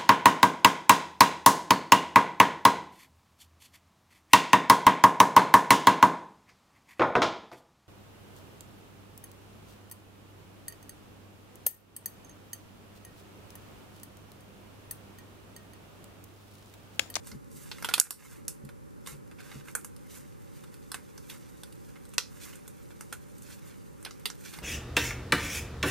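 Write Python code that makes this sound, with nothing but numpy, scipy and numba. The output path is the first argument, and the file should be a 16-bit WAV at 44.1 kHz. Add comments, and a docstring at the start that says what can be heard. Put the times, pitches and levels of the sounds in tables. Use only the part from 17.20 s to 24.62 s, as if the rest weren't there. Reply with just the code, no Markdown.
"""Two hands knead, stretch and fold thick slime over a table, close to a stereo microphone in a small quiet room.
In the first second air pockets burst loudly, sticky skin peels off with a squelch and the lump bumps the table;
smaller pops and peels follow, a steady crackle grows from 2 s to 4 s, a lone loud pop comes near 5 s and
a last flurry near 7 s. Pops and threads are clicks ringing resonators, bumps are pushes ringing the table modes.
Shaped noise gives the ventilation hum under it all; a gain control ducks everything after the loudest pops."""
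import sys
import numpy as np
from scipy import signal
from scipy.fft import rfft, irfft, next_fast_len
from scipy.io import wavfile
from scipy.ndimage import uniform_filter1d
from numba import njit

SR = 44100
rng = np.random.default_rng(int(sys.argv[2]) if len(sys.argv) > 2 else 0)


def field_ratio(decibels):
    """Amplitude ratio for a level in dB (20 dB per decade); scalars and array-likes work."""
    return 10 ** (np.asarray(decibels, dtype=float) / 20)


def dump_mix(stems):
    """Bounce the given channels to the path in sys.argv[1] as a 16-bit WAV at rate SR."""
    frames = np.atleast_2d(stems).T  # one column per channel
    limited = np.clip(frames, -1, 1)  # hard clip at full scale
    pcm = np.round(limited * 32767).astype(np.int16)
    wavfile.write(sys.argv[1], SR, pcm)


N = 327222  # length in samples

# resonances of the hollow of the cupped lump: centre_hz, width_hz, gain_db
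LUMP = [(239.7, 140, -12.5), (464, 84, 7), (934, 590, -7.5), (1384, 255, 9.5), (2105, 220, 3.5)]
# resonances of the thin film as it snaps: centre_hz, width_hz, gain_db
FILM = [(6760, 1180, -5.5), (8430, 4050, 3), (12300, 3300, -4)]


def pops():
    """Impulse excitation: a pocket tears in a volley of clicks that ring the pocket, the hollow lump and the film."""
    # bursting pockets, levels before the room: start_s, pocket_db, pocket_hz, lump_db, film_db
    bursts = [(0.071, -50, 4770, -50, -47), (0.116, -48.5, 4750, -48, -64), (0.515, -38, 3480, -40, -64),
              (0.584, -65, 4040, -49, -57), (0.625, -42, 5170, -37, -45), (0.6457, -32.5, 3110, -30.5, -36),
              (0.6882, -36.5, 3820, -31, -38.5), (0.699, -48.5, 3980, -46, -46.5),
              (0.712, -59, 3130, -41, -64), (0.7386, -20, 3670, -25.5, -23), (0.7796, -36, 4170, -31, -34),
              (0.7989, -22.5, 6130, -34, -14.5), (0.812, -65, 5330, -30, -20),
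              (0.868, -70, 3940, -43.5, -62), (0.9069, -27, 5530, -33, -25),
              (1.281, -35.5, 6150, -46.5, -32.5), (1.45, -60.5, 4650, -70.5, -56),
              (1.49, -62.5, 3430, -50, -59.5), (1.862, -50, 3660, -53.5, -52),
              (1.872, -45, 3970, -43, -41.5), (1.93, -66, 3690, -56, -55), (2.113, -75.5, 2760, -53.5, -63),
              (2.1917, -63, 4220, -54, -72), (2.316, -53, 3830, -47.5, -59), (2.4837, -75, 2810, -46, -56),
              (2.5512, -36.5, 4900, -31.5, -29.5), (2.6465, -62, 5540, -46, -42),
              (2.764, -56, 5400, -62, -57), (3.4384, -61, 3620, -54, -59), (3.541, -56, 4550, -60, -55.5),
              (3.7174, -39, 4780, -40.5, -38), (3.7435, -45, 3850, -34, -38.5),
              (3.9781, -48, 5740, -51.5, -56), (4.098, -44.5, 3330, -69, -48),
              (4.4342, -46, 4200, -49.5, -46.5), (4.525, -57.5, 4410, -71, -56.5),
              (4.757, -86, 2380, -52, -78), (4.8532, -59, 4350, -61, -56.5), (4.891, -68, 4500, -71, -59),
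              (4.9366, -57, 2820, -53, -52), (4.9812, -21, 4830, -28, -42), (5.33, -55, 2570, -70, -70),
              (5.3557, -67, 4780, -70, -52), (5.4782, -53, 4450, -52.5, -46.5),
              (5.705, -77, 3400, -54, -66), (5.809, -44.5, 6230, -41.5, -46),
              (5.926, -52, 2880, -37.5, -40), (6.182, -62.5, 4140, -75, -56.5),
              (6.2214, -63, 4080, -76, -53.5), (6.8278, -68, 5710, -59, -53), (6.8498, -38, 4260, -44, -42),
              (6.861, -53, 2630, -41.5, -67), (6.9089, -47.5, 5300, -47.5, -71),
              (7.0562, -28, 3660, -37, -34), (7.101, -41, 5500, -43.5, -70), (7.337, -47.5, 3020, -47, -49),
              (7.3878, -48.5, 4630, -43, -51)]
    tear_ms, tear_law = 3.75, 1.95  # decay time of a 4 kHz pocket; higher ones tear faster by this power
    fizz_db, fizz_s = -17, 0.029
    head = int(.01 * SR)  # levels are the rms of the first 10 ms
    out = np.zeros((2, N))
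    t = np.arange(int(.14 * SR)) / SR
    fizz = field_ratio(fizz_db) * np.exp(-t / fizz_s)  # the torn rim keeps fizzing as it collapses
    for start_s, pocket_db, hz, lump_db, film_db in bursts:
        decay = np.exp(-t * 1000 / tear_ms * (hz / 4000) ** tear_law)
        tear = grains(9000, 1.1, len(t)) * (decay + fizz)
        tear[0] = 3.2  # the first rupture
        pocket = ring(tear, [(hz, 0.48 * hz, 0), (2600, 1200, -6)])
        pocket = ring(pocket, [(0.66 * hz, 1.06 * hz, 0)])
        lump = ring(ring(tear, LUMP), [(800, 3040, 0)])
        film = ring(ring(tear, FILM), [(8740, 5300, 0)])
        burst = np.zeros(len(t))
        for part, db in ((pocket, pocket_db), (lump, lump_db), (film, film_db)):
            burst += part * field_ratio(db) / np.sqrt(np.mean(part[:head] ** 2))
        add(out, room(burst), start_s)
    return out


def peel():
    """Superposed random impulses: sticky threads snap; slow wet ones squelch, mid ones rustle, fine ones crackle."""
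    # resonances of the peeling skin: centre_hz, width_hz, gain_db
    skin = [(2320, 270, 4), (3470, 3100, 1), (5800, 1500, -7)]
    wet_gain, mid_gain, fine_gain = pull()
    bunch = clumps(60, 1.5)  # threads of all three layers let go together
    wet = grains(1500, 2.73, N) * clumps(45, 3.5)
    mid = grains(4000, 3.06, N) * clumps(55, 3)
    fine = grains(9500, 3.1, N) * clumps(70, 2)
    squelch = set_rms(bunch * ring(ring(wet, LUMP), [(1390, 3400, 0)]), 0) * wet_gain
    rustle = set_rms(bunch * ring(ring(mid, skin), [(3770, 5400, 0)]), 0) * mid_gain
    crackle = set_rms(bunch * ring(ring(fine, FILM), [(10400, 17000, 0)]), 0) * fine_gain
    stray = grains(11, 3, N) * field_ratio(-46.5)  # tiny pockets burst here and there
    close = squelch + rustle + crackle + ring(stray, FILM + skin)
    out = np.zeros((2, N))
    size = SR // 24
    for i in range(0, N, size):  # the hands keep moving, so the echo paths keep changing
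        add(out, room(close[i:i + size]), (i + .5) / SR)
    return out


def pull():
    """Amplitude envelopes of the three peeling layers: steady kneading plus each peel's rise, hold and fall."""
    # skin peeling off the hands, levels before the room: start_s, hold_s, squelch_db, rustle_db, crackle_db
    peels = [(0.068, 0.021, -56, -58, -51.5), (0.315, 0.033, -76, -77, -64),
             (0.371, 0.065, -69, -68, -56.5), (0.47, 0.13, -59.5, -65, -60.5), (0.65, 0.2, -50.5, -64, -61),
             (0.999, 0.14, -53, -67.5, -55.5), (1.88, 0.018, -50, -57, -48.5),
             (2.201, 0.069, -57, -62, -63.5), (2.32, 0.067, -56, -59.5, -60.5),
             (2.478, 0.013, -59, -68, -59), (2.91, 0.011, -80, -59.5, -60.5),
             (2.961, 0.015, -53, -60, -53.5), (3.272, 0.0078, -75, -94, -85), (3.343, 0.026, -75, -76, -73),
             (4.098, 0.015, -54, -59.5, -55), (4.13, 0.017, -63.5, -82, -63), (4.22, 0.013, -82, -65, -78),
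             (4.664, 0.018, -87, -76, -72), (5.145, 0.012, -72, -80, -62), (5.22, 0.017, -60, -57, -55.5),
             (5.263, 0.017, -57.5, -61, -57), (5.321, 0.019, -64, -73, -70), (6.23, 0.056, -93, -81, -66),
             (6.303, 0.018, -55.5, -55.5, -54.5), (6.458, 0.02, -68, -70, -81),
             (6.48, 0.008, -66, -68, -66), (6.855, 0.024, -60, -78, -76), (7.19, 0.022, -76, -83, -71.5),
             (7.257, 0.029, -51, -49.5, -51.5), (7.345, 0.03, -54, -71, -57.5)]
    # steady stickiness while the lump is worked: time_s, level_db
    kneading = [(0, -82), (0.9, -72.5), (1.3, -92), (2.0, -82.5), (2.6, -66.5), (3.7, -63), (5.0, -62.5),
                (6.0, -62.5), (7.42, -62.5)]
    # share of each layer in the kneading, added to its level: squelch_db, rustle_db, crackle_db
    kneading_mix_db = (-7.5, -9, -6)
    rise_db_per_s, fall_db_per_s = 508, 290.5
    t = np.arange(N) / SR
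    steady_db = np.interp(t, *np.transpose(kneading))
    gain = field_ratio(steady_db + np.array(kneading_mix_db)[:, None])
    for start_s, hold_s, *layer_db in peels:
        before_s = np.maximum(start_s - t, 0)
        after_s = np.maximum(t - start_s - hold_s, 0)
        fade_db = rise_db_per_s * before_s + fall_db_per_s * after_s
        gain = gain + field_ratio(np.array(layer_db))[:, None] * field_ratio(-fade_db)
    return gain


def clumps(per_s, depth_db):
    """Random amplitude modulation: threads let go in bunches, so the gain wanders quickly."""
    k = int(SR / per_s)
    steps = np.repeat(rng.standard_normal(N // k + 1), k)
    return field_ratio(depth_db * uniform_filter1d(steps, k)[:N])


def grains(per_s, spread_db, size):
    """Random impulse train: clicks of either sign with exponentially spread dB sizes, a few far louder."""
    happens, sign, rank = rng.random((size, 3)).T
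    size_db = -spread_db * np.log(1 - .997 * rank)  # .997 leaves out the rarest giants
    return (happens < per_s / SR) * np.sign(sign - .5) * field_ratio(size_db)


def bumps():
    """Modal excitation: as the lump bumps the table, soft uneven pushes ring the modes of the table top."""
    # pushes, relative levels: start_s, push_db, decay_ms
    pushes = [(0.121, -31.5, 18), (0.144, -32.5, 15), (0.345, -41.5, 19), (0.64, -40.5, 12),
              (1.437, -36, 24), (1.92, -38, 27), (2.356, -34, 18), (7.379, -37.5, 20)]
    # modes of the table top, relative gains: centre_hz, width_hz, gain_db
    table_top = [(66.4, 27, -13.5), (141, 10.6, -1.5), (217, 56, -12.5)]
    force = np.zeros(N)
    t = np.arange(int(.15 * SR)) / SR
    for start_s, push_db, decay_ms in pushes:
        rough = uniform_filter1d(rng.standard_normal(len(t)), 60)
        push = set_rms(rough, -1) * np.exp(-t * 1000 / decay_ms)
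        add(push, np.hanning(int(0.0026 * SR)), 0)  # one-sided first contact
        add(force, field_ratio(push_db) * push, start_s)
    return 2.38 * ring(force, table_top)


def ring(x, modes):
    """Modal sum of two-pole resonances (centre_hz, width_hz, gain_db), each scaled from gain 1 at its centre."""
    total = 0
    for hz, width, db in modes:
        b, a = signal.iirpeak(min(hz, .45 * SR), hz / width, SR)
        total = total + field_ratio(db) * signal.lfilter(b, a, x)
    return total


def room(x):
    """Image source and diffuse decay: direct sound, a bounce off the table top, then a short exponential tail."""
    t60_s, tail_db = 0.097, -5  # tail energy relative to the direct sound
    echo_ms = 1.088
    pan_db = -2.3  # left minus right
    t = np.arange(int(.22 * SR)) / SR
    shared = rng.standard_normal(len(t))
    own = rng.standard_normal((2, len(t)))
    spread = shared + 2 * ring(own, [(11000, 8000, 0)]) + .25 * own  # channels differ mostly in the treble
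    tail = spread * field_ratio(-60 * t / t60_s) * np.minimum(t / 0.00069, 1)
    response = tail * field_ratio(tail_db) / np.sqrt(np.sum(tail ** 2, axis=1, keepdims=True))
    response[:, 0] += 1  # direct sound
    lag = np.arange(2) * rng.integers(2, 4)  # the bounce reaches the right 2 or 3 samples later
    echo = int(echo_ms * SR / 1000) + rng.integers(-4, 5) + lag
    response[[0, 1], echo] += [.5, .8]
    response *= field_ratio(np.array([[pan_db], [-pan_db]]) / 2) / 1.119
    return signal.fftconvolve(x[None], response, axes=1)


def hum():
    """Interchannel phase: ventilation and hiss as mid and side noise; the low hum is in opposite phase left to right."""
    # spectrum of the sum of the channels, relative: pitch_hz, density_db
    mid_colour = [(15, -31.5), (25, -25), (49, -2), (123, -0.5), (175, -1), (242, -3), (301, -6), (575, -8),
                  (641, -0.5), (754, -16), (1370, -16.5), (3250, -27.5), (10700, -28.5), (14800, -32),
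                  (16000, -81.5)]
    # spectrum of the difference of the channels, relative: pitch_hz, density_db
    side_colour = [(15, -41.5), (25, -10.5), (108, 3.5), (326, -2.5), (516, -8), (695, -16), (818, -15),
                   (1330, -20), (3820, -42), (6380, -36.5), (12500, -34.5), (14800, -40), (16000, -61)]
    mid = coloured(mid_colour, -56.5)
    side = coloured(side_colour, -47)
    return np.array([0.85 * (mid + side), 0.98 * (mid - side)])  # a little stronger on the right


def coloured(points, db):
    """Spectral shaping: white noise weighted in frequency to a given colour with one narrow dip."""
    dip_hz, dip_half_width_hz, dip_db = 666, 61, -22
    size = next_fast_len(N)
    hz = np.maximum(np.arange(size // 2 + 1) * SR / size, 1)
    point_hz, point_db = np.array(points).T
    colour_db = np.interp(np.log(hz), np.log(point_hz), point_db)
    colour_db += dip_db * np.exp(-((hz - dip_hz) / dip_half_width_hz) ** 4)
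    spectrum = rfft(rng.standard_normal(size)) * field_ratio(colour_db)
    return set_rms(irfft(spectrum, size)[:N], db)


def set_rms(x, db):
    """Mean-square normalisation: scale a sound to an rms level."""
    return x * field_ratio(db) / np.sqrt(np.mean(x ** 2))


def add(out, x, start_s):
    """Linear superposition: mix a short sound in at its start time."""
    i = int(start_s * SR)
    out[..., i:i + x.shape[-1]] += x[..., :N - i]


def scene():
    """Superposition of hands and lump with the background hum."""
    return pops() + peel() + bumps() + hum()


@njit
def follow(x, release):
    """Peak detection: the envelope jumps up at once and decays exponentially."""
    env, e = np.empty(len(x)), 1e-9
    for i in range(len(x)):
        e = max(x[i], e * release)
        env[i] = e
    return env


def band_limit(x):
    """A steep low-pass at the top of the band."""
    return signal.sosfilt(signal.butter(12, 16350, fs=SR, output="sos"), x)


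def record(dry):
    """Dynamic compression: gain control ducks everything after a loud pop; the top is cut and peaks clip."""
    knee_db, slope, release_s = -8, 1.2, .3
    env = follow(np.abs(dry).max(axis=0), np.exp(-1 / (release_s * SR)))
    gain = np.minimum(field_ratio(knee_db) / env, 1) ** slope
    gain = uniform_filter1d(gain, 441, origin=220)  # mean of the past 10 ms, so the gain falls late
    low_pass = signal.ellip(7, .5, 55, 15000, fs=SR, output="sos")  # cuts above 15 kHz
    cut = signal.sosfilt(low_pass, dry * gain)
    return band_limit(np.clip(cut, -1, 1))


dry = scene()
out = record(dry)
dump_mix(out)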